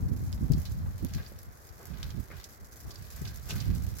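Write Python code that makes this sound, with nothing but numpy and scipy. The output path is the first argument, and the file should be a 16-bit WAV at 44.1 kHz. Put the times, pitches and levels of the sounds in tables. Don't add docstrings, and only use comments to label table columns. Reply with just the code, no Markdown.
import sys
import numpy as np
from scipy import signal
from scipy.fft import rfft, irfft
from scipy.io import wavfile
from scipy.ndimage import uniform_filter1d

SR = 44100
rng = np.random.default_rng(int(sys.argv[2]) if len(sys.argv) > 2 else 0)


def unload_wav(signal):
    wavfile.write(
        sys.argv[1],
        SR,
        np.round(np.clip(np.atleast_2d(signal).T, -1, 1) * 32767).astype(np.int16),
    )


N = 176400
TIME = np.arange(N) / SR


# (time [s], relative level [dB])
TREAD_CURVE = [(0.0, -72), (0.68, -64), (0.87, -70), (1.18, -55), (1.3, -66.5), (1.65, -76), (2.06, -58),
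               (2.25, -70.5), (2.4, -58.5), (2.7, -82), (2.88, -65), (3.3, -61.5), (3.44, -67),
               (3.56, -54.5), (4.0, -65)]
# (frequency [Hz], relative level [dB])
GRASS_EQ = [(300, -37), (800, -7), (1600, -1), (2800, -2), (4400, 1), (7000, -8), (15000, -6.5)]

def grass():
    tread_db = automation(TREAD_CURVE)
    clicks = grains(per_s=600, spread_db=3)
    crackle = np.sqrt(signal.lfilter([1], [1, -.93], clicks ** 2 + 1e-18)) * white()
    return coloured(crackle, GRASS_EQ) * from_db(-63.5 + 1.14 * tread_db)


# (time [s], level [dB], pitch [Hz], decay [s], ping against the crack [dB])
STALK_SNAPS = [(0.3279, -33, 5240, 0.0007, -3.5), (0.52, -39, 4800, 0.0013, -7),
               (0.535, -37.5, 4930, 0.0018, -12), (.653, -44.5, 4080, 0.016, -4),
               (1.137, -38, 5070, 0.003, -10), (1.149, -41, 5640, 0.002, -6),
               (1.2638, -49.5, 4740, 0.0014, 9.5), (1.69, -50, 5500, .004, -6),
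               (2.0299, -30, 3960, 0.00075, -10), (2.032, -39, 4800, 0.0018, -10),
               (2.105, -43.5, 3550, 0.004, -16), (2.441, -39, 6150, 0.0059, -14),
               (2.907, -44.5, 4900, 0.0087, -14), (2.957, -45.5, 4700, 0.0045, -1),
               (3.253, -39.5, 3530, .005, -6), (3.275, -44, 4860, 0.016, -12),
               (3.507, -32, 2800, 0.0052, -10), (3.603, -38, 4600, 0.0076, -15)]

def snaps():
    out, fibres = 0, white()
    for s, db, hz, decay, ping_db in STALK_SNAPS:
        splinter = evened(resonance(fibres, hz, q=2), samples=130)
        crack = burst(s, decay) * (splinter + from_db(-28) * fibres)
        ping = from_db(ping_db) * burst(s, decay=.0015) * sine(hz, s)
        out = out + from_db(db) * (crack + ping)
    return cut(out, 1800, "high") * panned(-3.5)


# (time [s], level [dB], attack [s], decay [s], low-pass [Hz], resonance [Hz])
SOLE_SCUFFS = [(0.863, -52, 0.0046, 0.021, 1440, 1290), (1.19, -50, 0.016, 0.041, 1900, 1660),
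               (1.811, -51.5, 0.019, 0.022, 1330, 490), (2.03, -56, 0.19, 0.16, 2140, 1430),
               (2.312, -50.5, 0.0066, 0.054, 2080, 1520), (2.892, -56.5, 0.048, 0.077, 1390, 1080),
               (3.26, -55, 0.11, 0.077, 2110, 1580), (3.506, -37.5, 0.015, 0.015, 7140, 2670),
               (3.53, -51, 0.057, 0.13, 2060, 1450)]
# (frequency [Hz], relative level [dB])
GRIT_EQ = [(150, 10.5), (450, 7), (900, 3), (1800, 3), (4000, 8), (12000, 15.5)]
# (frequency [Hz], left-right correlation [-1..1])
GRIT_IMAGE = [(600, 1), (3000, 0.088)]

def scuffs():
    out, grit = 0, wide_noise(GRIT_EQ, GRIT_IMAGE) * from_db(2 * wander(hz=157))
    for s, db, attack, decay, top_hz, ring_hz in SOLE_SCUFFS:
        rub = grit + 1.4 * resonance(grit, ring_hz, q=7.9)
        out = out + from_db(db) * burst(s, decay, attack) * rms_one(cut(rub, top_hz, order=3))
    return out


# (time [s], level [dB], low-pass [Hz])
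STONE_KNOCKS = [(1.319, -35, 600), (2.3028, -36.5, 1400), (2.314, -38.5, 3000)]
# (frequency [Hz], relative level [dB])
STONE_MODES = [(280, -4.5), (520, -5.5), (1350, -11.5), (1850, -6), (2200, -5)]

def knocks():
    out = 0
    for s, db, top_hz in STONE_KNOCKS:
        ring = sum(from_db(mode_db) * sine(hz, s) for hz, mode_db in STONE_MODES)
        out = out + from_db(db) * cut(ring * burst(s, decay=.0033), top_hz)
    return out


# (time [s], relative tick level [dB], relative spray level [dB])
NEAR_DRIPS = [(.132, -35, -45), (0.164, -50, -39.5), (0.519, -27, -35.5), (0.5998, -31, -44),
              (.618, -27.5, -44), (0.655, -28, -40), (1.0483, -19.5, -54), (1.1504, -28, -44),
              (1.323, -33, -62), (1.4318, -28, -54), (1.8302, -31, -58), (1.8551, -23, -40),
              (1.8694, -32, -43), (2.0299, -33, -51), (2.202, -36, -41), (2.7594, -37, -43),
              (3.103, -33, -33), (3.13, -41, -51), (3.161, -43, -34.5), (3.3585, -30, -35.5),
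              (3.4897, -26, -38), (3.563, -20, -39), (3.867, -26.5, -52)]
# (frequency [Hz], relative level [dB])
SPLASH_EQ = [(1500, 12), (3000, -5), (5000, 3.5), (8000, 7), (12000, 6), (16000, 1.5)]

def drips():
    near_gain = from_db(-7.5)
    impacts = near_gain * sum(from_db(db) * burst(s, decay=.00036) for s, db, _ in NEAR_DRIPS)
    sprays = near_gain * sum(from_db(db) * burst(s, decay=.013) for s, _, db in NEAR_DRIPS)
    tick = impacts * evened(coloured(white(), SPLASH_EQ), samples=24)
    ring = from_db(-5) * resonance(tick, 12000, q=5.1)
    wash_envelope = np.hypot(sprays, far_patter())
    wash = coloured(white(), SPLASH_EQ) * wash_envelope
    graininess = rms_one(from_db(3.5 * wander(hz=390)))
    return tick + ring + wash * graininess


# (time [s], relative level [dB])
PATTER_CURVE = [(0.0, -60), (0.61, -57.5), (1.2, -59.5), (1.4, -60), (2.95, -56), (3.62, -52.5),
                (3.91, -56.5), (4.0, -41.5)]

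def far_patter():
    decay_s = .017
    hits = grains(per_s=82, spread_db=3)
    power = signal.lfilter([1], [1, -np.exp(-2 / (decay_s * SR))], hits ** 2 + 1e-18)
    envelope = np.sqrt(np.abs(uniform_filter1d(power, SR // 800)))
    return rms_one(envelope) * from_db(-56.5 + automation(PATTER_CURVE))


def droplets():
    hits = signal.lfilter([1], [1, -.98], grains(per_s=120, spread_db=1) + 1e-18)
    return coloured(hits * white(), SPLASH_EQ) * from_db(-61.5 + automation(PATTER_CURVE))


# (time [s], level [dB], half length [s], low-pass [Hz], left over right [dB])
GUSTS = [(0.031, -27, 0.041, 206, 3), (0.131, -30.5, 0.048, 255, -12), (0.284, -30.5, 0.082, 185, 3.5),
         (0.439, -25, 0.024, 212, -10), (0.513, -14, 0.01, 204, 23), (0.547, -28, 0.038, 190, 0.5),
         (0.576, -20, 0.0067, 185, -24), (0.799, -30.5, 0.12, 142, 0), (1.05, -27, 0.021, 276, -12),
         (1.157, -31.5, 0.043, 169, 3.5), (1.367, -46, 0.028, 125, -1), (1.485, -39.5, 0.018, 134, -7),
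         (1.716, -48, 0.021, 105, 22), (1.924, -34.5, 0.03, 246, -33), (2.063, -36, 0.055, 143, -2.5),
         (2.184, -30.5, 0.027, 230, -37), (2.353, -41.5, 0.023, 109.3, -21), (2.626, -44, 0.024, 100, 2),
         (2.867, -42, 0.028, 230, 1), (3.0, -42, 0.037, 105, -12), (3.221, -25.5, 0.006, 195, 34),
         (3.25, -37.5, 0.077, 132, -6), (3.55, -35, 0.038, 146, -3), (3.708, -29.5, 0.054, 228, -9),
         (3.78, -32, 0.17, 158, -8.5)]
# (frequency [Hz], relative level [dB])
RUMBLE_EQ = [(22, -64), (37, -6), (55, 4), (84, 3.5), (120, 0.5), (200, -3), (400, -12), (1000, -12.5)]
# (frequency [Hz], relative level [dB])
HISS_EQ = [(300, 2), (600, 6), (1200, -1), (2700, -24), (8000, -13)]

def wind():
    swirl = evened(coloured(white(), RUMBLE_EQ), samples=1800)
    swirl = rms_one(swirl * from_db(2.5 * wander(hz=52)))
    breeze_gain = from_db(-54)
    rumble = breeze_gain * rms_one(cut(swirl, 117, order=3))
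    flow = breeze_gain ** 2
    for s, db, half_length, top_hz, pan_db in GUSTS:
        swell = from_db(db) / (1 + .25 * ((TIME - s) / half_length) ** 2) ** 3
        push = rms_one(cut(swirl, top_hz, order=3))
        skew = .12 * cut(push ** 2, 144, "high")
        rumble = rumble + swell * panned(pan_db) * (push + slap(s, half_length, top_hz) - skew)
        flow = flow + swell ** 2
    hiss = rms_one(coloured(white(), HISS_EQ) * uniform_filter1d(flow, SR // 4) ** .25)
    return from_db(-.5) * rumble + from_db(-61) * hiss


def slap(s, half_length, top_hz):
    width_s = .2 / top_hz
    strength = from_db(-3.5) * np.exp(-half_length / .037)
    u = np.minimum(((TIME - s) / width_s) ** 2, 50)
    return strength * (u - 1) * np.exp(-u / 2)


def cliff(x):
    t, decay_s = TIME[:SR // 3], .012
    scatter = rng.standard_normal((2, len(t))) * np.exp(-t / decay_s)
    return signal.fftconvolve(x, rms_one(scatter) / np.sqrt(len(t)), axes=1)[:, :N]


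# (frequency [Hz], relative level [dB])
AIR_EQ = [(100, 13.5), (300, 7), (1100, 4.5), (1550, 3.5), (2100, -2), (2900, -16), (8000, -15.5),
          (15000, -22)]
# (frequency [Hz], left-right correlation [-1..1])
AIR_IMAGE = [(100, 0.44), (400, 0.92), (950, -0.62), (2000, 0.09)]

def distant_air():
    return from_db(-56.5) * cut(wide_noise(AIR_EQ, AIR_IMAGE), 78, "high")


def from_db(db):
    return 10 ** (np.asarray(db) / 20)


def rms_one(x):
    return x / np.sqrt(np.mean(x ** 2) + 1e-20)


def evened(x, samples):
    return x / np.sqrt(np.abs(uniform_filter1d(x ** 2, samples)) + 1e-12)


def automation(curve):
    db = np.interp(TIME, *np.transpose(curve))
    return db - db.mean()


def at_hz(points):
    hz, value = np.transpose(points)
    return np.interp(np.log(np.fft.rfftfreq(N, 1 / SR) + 1), np.log(hz), value)


def panned(db):
    gains = from_db(np.array([[.5], [-.5]]) * db)
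    return gains / np.sqrt(np.mean(gains ** 2, axis=0))


def cut(x, hz, kind="low", order=2):
    return signal.sosfilt(signal.butter(order, hz, kind, fs=SR, output="sos"), x)


def resonance(x, hz, q):
    return signal.lfilter(*signal.iirpeak(hz, q, fs=SR), x)


def sine(hz, s):
    return np.sin(2 * np.pi * (hz * (TIME - s) + rng.random()))


def white():
    return rng.standard_normal((2, N))


def wander(hz):
    return rms_one(cut(rng.standard_normal(N), hz))


def coloured(x, eq):
    return rms_one(irfft(rfft(x) * from_db(at_hz(eq)), N))


def wide_noise(eq, image):
    mid, side = rfft(white())
    alike = np.clip(at_hz(image), -1, 1)
    spectrum = np.sqrt(1 + alike) * mid + np.sqrt(1 - alike) * side * [[1], [-1]]
    return coloured(irfft(spectrum, N), eq)


def burst(s, decay, attack=.0001):
    t = TIME - s
    return np.exp(-np.minimum(np.where(t < 0, (t / attack) ** 2, t / decay), 20))


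def grains(per_s, spread_db):
    return (rng.random(N) < per_s / SR) * from_db(spread_db * np.minimum(rng.exponential(1, N), 4))


def scene():
    water = cut(drips() + droplets(), 2430, "high") * panned(-1.5)
    near = water + snaps() + grass() + scuffs() + knocks()
    return near + from_db(-3.5) * cliff(near) + distant_air() + wind()


def record(dry):
    notched = signal.lfilter(*signal.iirnotch(8860, Q=2.34, fs=SR), dry)
    dipped = dry + .65 * (notched - dry)
    top_cut = signal.ellip(10, .2, 80, 16000, fs=SR, output="sos")
    return signal.sosfilt(top_cut, cut(dipped, 26.4, "high", order=3))


dry = scene()
out = record(dry)
unload_wav(out)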